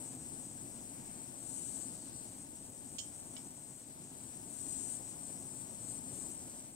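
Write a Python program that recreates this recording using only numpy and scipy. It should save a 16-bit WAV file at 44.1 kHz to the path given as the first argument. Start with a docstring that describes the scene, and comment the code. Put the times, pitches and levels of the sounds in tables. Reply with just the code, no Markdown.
"""A bright gas hiss swishes from side to side: a small butane torch waved over plastic on a workbench.
The jet rings the nozzle's resonances and is beamed to the left, swinging with each wave of the hand.
Under it the turbulent flame rumbles, fills the small room with a soft rush and splashes on the work.
Halfway through, small metal parts clink and then clack on the right."""
import sys
import numpy as np
from scipy import signal
from scipy.fft import rfft, irfft
from scipy.io import wavfile
from scipy.ndimage import map_coordinates

SR = 44100
rng = np.random.default_rng(int(sys.argv[2]) if len(sys.argv) > 2 else 0)


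def generate_wav(sig):
    """Save sig (samples, or channels by samples) to the path in sys.argv[1] as 16-bit PCM at SR."""
    pcm = np.round(np.clip(np.atleast_2d(sig).T, -1, 1) * 32767).astype(np.int16)
    wavfile.write(sys.argv[1], SR, pcm)


N = 297675
TIME = np.arange(N) / SR
HZ = np.maximum(np.arange(N // 2 + 1) * SR / N, 1)


def from_db(db):
    return 10 ** (np.asarray(db) / 20)


def unit_rms(x):
    return x / np.sqrt(np.mean(x ** 2) + 1e-20)


def over_hz(points, column=1):
    """One column of a table, drawn as a curve over log frequency."""
    columns = np.transpose(points)
    return np.interp(np.log(HZ), np.log(columns[0]), columns[column])


def resonance(hz, width):
    """Power curve of a resonance with steep skirts."""
    return 1 / (1 + ((HZ - hz) / width) ** 2) ** 2


def noise(colour):
    """Noise shaped by a gain at each frequency, at rms 1."""
    return unit_rms(irfft(rfft(rng.standard_normal(N)) * colour, N))


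def drift(rate_hz):
    """A random wander at rms 1, mostly slower than rate_hz."""
    return noise(1 / (1 + (HZ / rate_hz) ** 2))


def pan(pan_db):
    """Constant-power left and right gains; positive leans left."""
    ratio = from_db(np.atleast_1d(pan_db))
    return np.array([ratio, np.ones_like(ratio)]) * np.sqrt(2 / (1 + ratio ** 2))


# The flame's level ride. Each row: time in seconds, deep rumble in dB, roar in dB.
FLAME_RIDE = [(0.0, -54, -61.5), (0.5, -53, -63.5), (1.05, -54, -62.5), (1.35, -55, -63.5),
              (1.95, -54, -62.5), (2.35, -56, -64), (2.7, -57, -66), (2.95, -55.5, -64.5), (3.45, -56, -64),
              (3.62, -59, -67), (3.95, -58, -66), (4.4, -56.2, -63.5), (4.75, -54, -62.5),
              (5.1, -55.5, -61.7), (5.55, -56, -63.5), (6.25, -53, -62), (6.55, -56, -62.5),
              (6.75, -59, -66.5)]

def flame_levels():
    """Deep rumble and roar envelopes in dB, as the flame nears and leaves the work."""
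    times, *levels = np.transpose(FLAME_RIDE)
    return [np.interp(TIME, times, db) for db in levels]


# Tone of the burning gas. Each row: frequency in Hz, relative level in dB.
RUSH_EQ = [(300, 1), (1000, -1), (1500, 2), (1900, 1), (3000, 1), (3800, -0.5), (5500, -1.5), (8000, 1),
           (11000, -11.5), (16000, -10.5)]

def rush(level_db=-0.66, pan_db=-1.0, follow=0.66, flicker_db=0.97, flicker_hz=35):
    """Fine eddies of the flame lay down a soft, wide bed that follows the roar."""
    _, roar_db = flame_levels()
    ride_db = roar_db.mean() + follow * (roar_db - roar_db.mean())
    bed = np.array([noise(from_db(over_hz(RUSH_EQ))) for _ in range(2)])
    return bed * pan(pan_db) * from_db(ride_db + level_db + flicker_db * drift(flicker_hz))


# Tone of the combustion. Each row: frequency in Hz, relative level in dB.
RUMBLE_EQ = [(10, -34), (22, -4.5), (42, -19), (62, -6), (85, -9), (120, 1.5), (165, -3), (250, -1),
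             (340, -5.5), (460, -13.5), (650, -12), (880, -16), (1040, -20.5), (2200, -36.5)]
# Room resonances that colour it. Each row: centre in Hz, width in Hz, boost or cut in dB.
ROOM_RESONANCES = [(123.7, 5.5, -2), (267.5, 30, 3.5), (558, 6.8, 3), (750, 23, 0.5), (913, 38, 3)]
# How mono it is. Each row: frequency in Hz, left-right likeness (clipped to 0-1 when played).
RUMBLE_MONO = [(25, -4.8), (70, 1), (130, 0.73), (270, 0.93), (500, 0.56), (1000, 0.94)]
# Where it sits. Each row: frequency in Hz, left over right in dB.
RUMBLE_BALANCE = [(60, 0.5), (130, -0.5), (200, 3), (300, 3), (600, 1), (1200, 3)]

def rumble(roar_lift_db=1.5, split_hz=380, flicker_db=1.07, flicker_hz=20, right_lag_s=0.00021):
    """Unsteady burning makes a deep rumble and a hollow roar, mostly alike on both sides."""
    deep_db, roar_db = flame_levels()
    alike = np.clip(over_hz(RUMBLE_MONO), 0, 1)
    mid, side = rfft(rng.standard_normal((2, N)))
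    pair = np.sqrt(1 + alike) * mid + np.sqrt(1 - alike) * side * [[1], [-1]]
    lag = np.exp(-2j * np.pi * HZ * right_lag_s * np.array([[0], [1]]))
    room_db = sum(db * resonance(hz, width) for hz, width, db in ROOM_RESONANCES)
    burning = pair * lag * pan(over_hz(RUMBLE_BALANCE)) * from_db(over_hz(RUMBLE_EQ) + room_db)
    # large and small eddies swell separately as the flame meets the work
    lows = 1 / (1 + (HZ / split_hz) ** 8)
    deep = unit_rms(irfft(burning * lows, N)) * from_db(deep_db)
    roar = unit_rms(irfft(burning * (1 - lows), N)) * from_db(roar_db + roar_lift_db)
    return (deep + roar) * from_db(flicker_db * drift(flicker_hz))


# The flame splashing on the work.
# Each row: peak time in seconds, half length in seconds, centre in Hz, width in Hz, level in dB.
FLAME_SPLASHES = [(1.08, .22, 2250, 450, -73), (2.05, 0.34, 4570, 700, -68.5), (3.99, 0.24, 4400, 900, -75)]

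def splashes():
    """Where the flame sweeps over an edge, a soft band of noise swells and fades."""
    out = np.zeros((2, N))
    for peak_s, half_s, hz, width, db in FLAME_SPLASHES:
        band = np.array([noise(np.sqrt(resonance(hz, width))) for _ in range(2)])
        out += band * from_db(db) * np.exp(-((TIME - peak_s) / half_s) ** 4)
    return out


# The dry attack of a metal contact. Each row: frequency in Hz, relative level in dB.
CRACK_EQ = [(1000, -45), (2200, -12), (2600, -9), (3100, 9.5), (4000, -2), (5350, 2), (6000, -8.5),
            (6800, 9.5), (9000, -8), (16000, -17)]

def strikes(contacts, modes, crack_t60, room_db, room_t60, pan_db):
    """Each contact cracks, sets the part ringing and leaves a short tail in the room."""
    out = np.zeros((2, N))
    t = TIME[:SR // 2]
    fade = from_db(-60 * t / crack_t60) + from_db(room_db - 60 * t / room_t60)
    for start_s, level_db, bright_hz, ring_db in contacts:
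        start = round(start_s * SR)
        crack = noise(from_db(over_hz(CRACK_EQ)))[:2 * len(t)].reshape(2, -1)
        ring = sum(from_db(db - 60 * t / t60) * np.sin(2 * np.pi * (hz * t + rng.random((2, 1))))
                   for hz, db, t60 in modes)
        lowpass = signal.butter(1, bright_hz, fs=SR, output="sos")
        hit = signal.sosfilt(lowpass, crack * fade + from_db(ring_db) * ring)
        out[:, start:start + len(t)] += from_db(level_db) * hit
    return out * pan(pan_db)


# The clink's hits. Each row: start in seconds, level in dB, low-pass in Hz, ring mix in dB.
CLINK_HITS = [(2.9843, -38.5, 9000, -4), (2.9885, -40, 9000, -7), (2.9914, -41.5, 8000, -7)]
# The first part's ring. Each row: pitch in Hz, relative level in dB, 60 dB decay in seconds.
CLINK_MODES = [(2740, -15, .15), (2970, -10, .11), (3110, -6, .12), (3166, -11, .26), (3285, -2, .11),
               (3610, -14, .15), (4390, -9, .09), (5220, -6, .17), (5346, -10, .15), (5760, -12, .23),
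               (5911, -13, .17), (6180, -13, .22), (6570, -12, .12), (6680, -7, .18), (6755, -3, .19),
               (6891, -6, .12)]

def clink():
    """A small metal part makes three quick contacts and rings brightly."""
    return strikes(CLINK_HITS, CLINK_MODES, crack_t60=0.042, room_db=-17, room_t60=0.34, pan_db=-15)


# The clack's hits. Each row: start in seconds, level in dB, low-pass in Hz, ring mix in dB.
CLACK_HITS = [(3.3648, -46, 3500, -6), (3.3668, -44.5, 4000, -6)]
# The second part's ring. Each row: pitch in Hz, relative level in dB, 60 dB decay in seconds.
CLACK_MODES = [(2272, -14, .17), (2930, -5, .05), (3085, -8, .06), (3400, -7, .06), (3970, -10, .06),
               (4436, -8, .08), (4720, -8, .07), (5222, -5, .16), (5350, -1, .15)]

def clack():
    """A second part makes two contacts, duller and shorter."""
    return strikes(CLACK_HITS, CLACK_MODES, crack_t60=0.028, room_db=-16, room_t60=0.2, pan_db=-12)


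def wave_shape(t, start_s, length_s, turn_s=0.074):
    """One wave of the hand, eased by the wrist: turn in, hold, turn away."""
    return (np.tanh((t - start_s) / turn_s) - np.tanh((t - start_s - length_s) / turn_s)) / 2


# Where the torch rests between waves; its bearing is how late the jet reaches the right side.
# Each row: time in seconds, bearing in ms.
HAND_REST = [(0, 0.11), (0.8, 0.11), (1.3, 0.17), (2.0, 0.142), (2.6, 0.059), (3.5, 0.055), (4.4, 0.16),
             (5.4, 0.13), (6, 0.14), (6.75, 0.18)]
# Waves of the hand, about three a second, with some longer holds.
# Each row: start in seconds, length in seconds, bearing swing in ms, left hiss lift in dB.
HAND_WAVES = [(-0.09, 0.13, 0.16, 4.5), (0.256, 0.15, 0.14, 3), (0.564, 0.14, 0.15, 3.5),
              (0.826, 0.15, 0.13, 1), (1.123, 0.093, 0.14, 3.5), (1.386, 0.49, 0.16, 6.5),
              (2.125, 0.12, 0.19, 3.5), (2.447, 0.14, 0.18, 1), (2.73, 0.16, 0.17, 2.5),
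              (3.038, 0.11, 0.2, 3.5), (3.303, 0.14, 0.17, 1.5), (3.59, 0.13, 0.14, 5),
              (3.88, 0.13, 0.15, -0.2), (4.158, 0.14, 0.14, 3), (4.48, 0.5, 0.19, 7),
              (5.177, 0.16, 0.14, 5.5), (5.494, 0.15, 0.15, 5.5), (5.787, 0.19, 0.16, 6),
              (6.089, 0.22, 0.14, 6.5), (6.295, 0.45, -0.12, -0.1)]

def aim(shade_db_per_ms=24, usual_bearing_ms=0.19, tip_trail_s=0.029):
    """Bearing (ms) and each side's beam lift (dB): swung left, the torch shades the right."""
    t = TIME[::100]
    swing_ms = sum(reach * wave_shape(t, start, length) for start, length, reach, _ in HAND_WAVES)
    bearing_ms = np.interp(t, *np.transpose(HAND_REST)) + swing_ms
    # the tip points the jet a little after the hand has moved
    left_db = sum(db * wave_shape(t - tip_trail_s, start, length) for start, length, _, db in HAND_WAVES)
    right_db = shade_db_per_ms * (usual_bearing_ms - bearing_ms)
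    beam_db = np.array([np.interp(TIME, t, db) for db in (left_db, right_db)])
    return np.interp(TIME, t, bearing_ms), beam_db


def bench_echo(x, lag_s, mix, swing=0.05):
    """Adds a bounce off the bench; its path drifts, so the comb notches wander."""
    bounce = np.interp(TIME - lag_s * (1 + swing * drift(rate_hz=3.2)), TIME, x)
    return unit_rms(x + mix * bounce)


# The jet's stereo image.
# Each row: frequency in Hz, left-right likeness from 0 to 1, extra lag on the right in radians.
JET_IMAGE = [(2000, 0.8, -0.2), (4660, 1, -0.56), (6600, 0.85, 0.75), (7140, 0.86, 0.14),
             (7700, 0.85, -0.96), (10100, 0.8, -1.1), (14200, 0, -3)]

def stereo_hiss(colours, bearing_ms):
    """Hiss at rms 1 a side: late and partly scattered on the right, with a bench bounce on both."""
    source, scatter = rng.standard_normal((2, N))
    late = map_coordinates(source, [(TIME - bearing_ms / 1000) * SR], order=3)
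    alike = over_hz(JET_IMAGE)
    lag = np.exp(-1j * over_hz(JET_IMAGE, column=2))
    far_side = alike * lag * rfft(late) + np.sqrt(1 - alike ** 2) * rfft(scatter)
    left, right = irfft(np.multiply([rfft(source), far_side], colours), N)
    return np.array([bench_echo(left, lag_s=0.00125, mix=0.22),
                     bench_echo(right, lag_s=0.0009, mix=0.15)])


# Airy top of the gas leaving the orifice. Each row: frequency in Hz, relative level in dB.
SIZZLE_EQ = [(8500, -12.5), (10500, 3.5), (12500, 0.5), (13550, 3.5), (14400, -5), (16000, -3.5)]

def sizzle(bearing_ms, beam_db, level_db=-65.5, follow=0.46, pan_db=6, flutter_db=1.2, flutter_hz=90):
    """The finest eddies spread widely, so they swell less as the jet turns."""
    _, roar_db = flame_levels()
    colour = from_db(over_hz(SIZZLE_EQ))
    swell_db = follow * (roar_db - roar_db.mean() + beam_db) + flutter_db * drift(flutter_hz)
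    return stereo_hiss([colour, colour], bearing_ms) * pan(pan_db) * from_db(level_db + swell_db)


# The jet's lower skirt. Each row: frequency in Hz, relative level in dB, left over right in dB.
SKIRT_EQ = [(3540, -26.5, 10), (5070, -13.5, -2.5), (6370, -9.5, 1.5), (6680, -6, 1), (7240, 1.5, 5.5),
            (7740, -0.5, 18), (8530, -9, 2), (10300, -37, 13)]

def jet_skirt(bearing_ms, beam_db, level_db=4, pan_db=-2, lift_db=10, on_axis_db=7):
    """A band just under the nozzle's peak that stands out when the jet points straight at a side."""
    colours = from_db(over_hz(SKIRT_EQ)) * pan(over_hz(SKIRT_EQ, column=2))
    balance = unit_rms(np.linalg.norm(colours, axis=1, keepdims=True))
    swell_db = lift_db * (np.maximum(beam_db, 0) / on_axis_db) ** 2
    return stereo_hiss(colours, bearing_ms) * balance * pan(pan_db) * from_db(level_db + swell_db)


# The nozzle's resonances. Each row: centre in Hz, width in Hz, relative level in dB.
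NOZZLE_PEAKS = [(1527, 37, -25), (2880, 83, -24.5), (8130, 334, 2.5), (8434, 550, 0.5), (9460, 850, -17.5),
                (12500, 670, -30)]
# The broad hiss under them. Each row: frequency in Hz, relative level in dB.
HISS_EQ = [(800, -52), (2500, -31), (4500, -30.5), (6500, -42), (9500, -32), (11500, -57), (16000, -61)]
# Extra EQ on the right, where the hand shades the treble. Each row: frequency in Hz, relative gain in dB.
SHADE_EQ = [(2000, -11), (5000, 11.5), (6200, 20), (7300, -2), (8300, 5.5), (9600, 3), (12000, -14),
            (16000, -22)]

def jet(bearing_ms, beam_db, core_db=13, pan_db=10,
        flutter_db=0.42, flutter_hz=110, wobble_db=0.77, wobble_hz=14):
    """Turbulence rings the nozzle; the left gets the direct beam, the right a shaded scatter."""
    _, roar_db = flame_levels()
    nozzle_power = sum(from_db(db) ** 2 * resonance(hz, width) for hz, width, db in NOZZLE_PEAKS)
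    direct = np.sqrt(nozzle_power + from_db(over_hz(HISS_EQ)) ** 2)
    shaded = direct * from_db(over_hz(SHADE_EQ))
    core = stereo_hiss([direct, shaded], bearing_ms) * pan(pan_db) * from_db(core_db + beam_db)
    skirt = jet_skirt(bearing_ms, beam_db)
    eddies_db = flutter_db * drift(flutter_hz) + wobble_db * drift(wobble_hz)
    return (core + skirt) * from_db(roar_db + eddies_db)


def scene():
    """The waving jet over its flame, with a clink and a clack on the right."""
    metal = clink() + clack()
    bearing_ms, beam_db = aim()
    gas = jet(bearing_ms, beam_db) + sizzle(bearing_ms, beam_db)
    flame = rumble() + rush() + splashes()
    return flame + metal + gas


def record(dry, cutoff_hz=15750):
    """A steep high cut on the whole mix."""
    return signal.sosfilt(signal.ellip(12, .1, 80, cutoff_hz, fs=SR, output="sos"), dry)


dry = scene()
out = record(dry)
generate_wav(out)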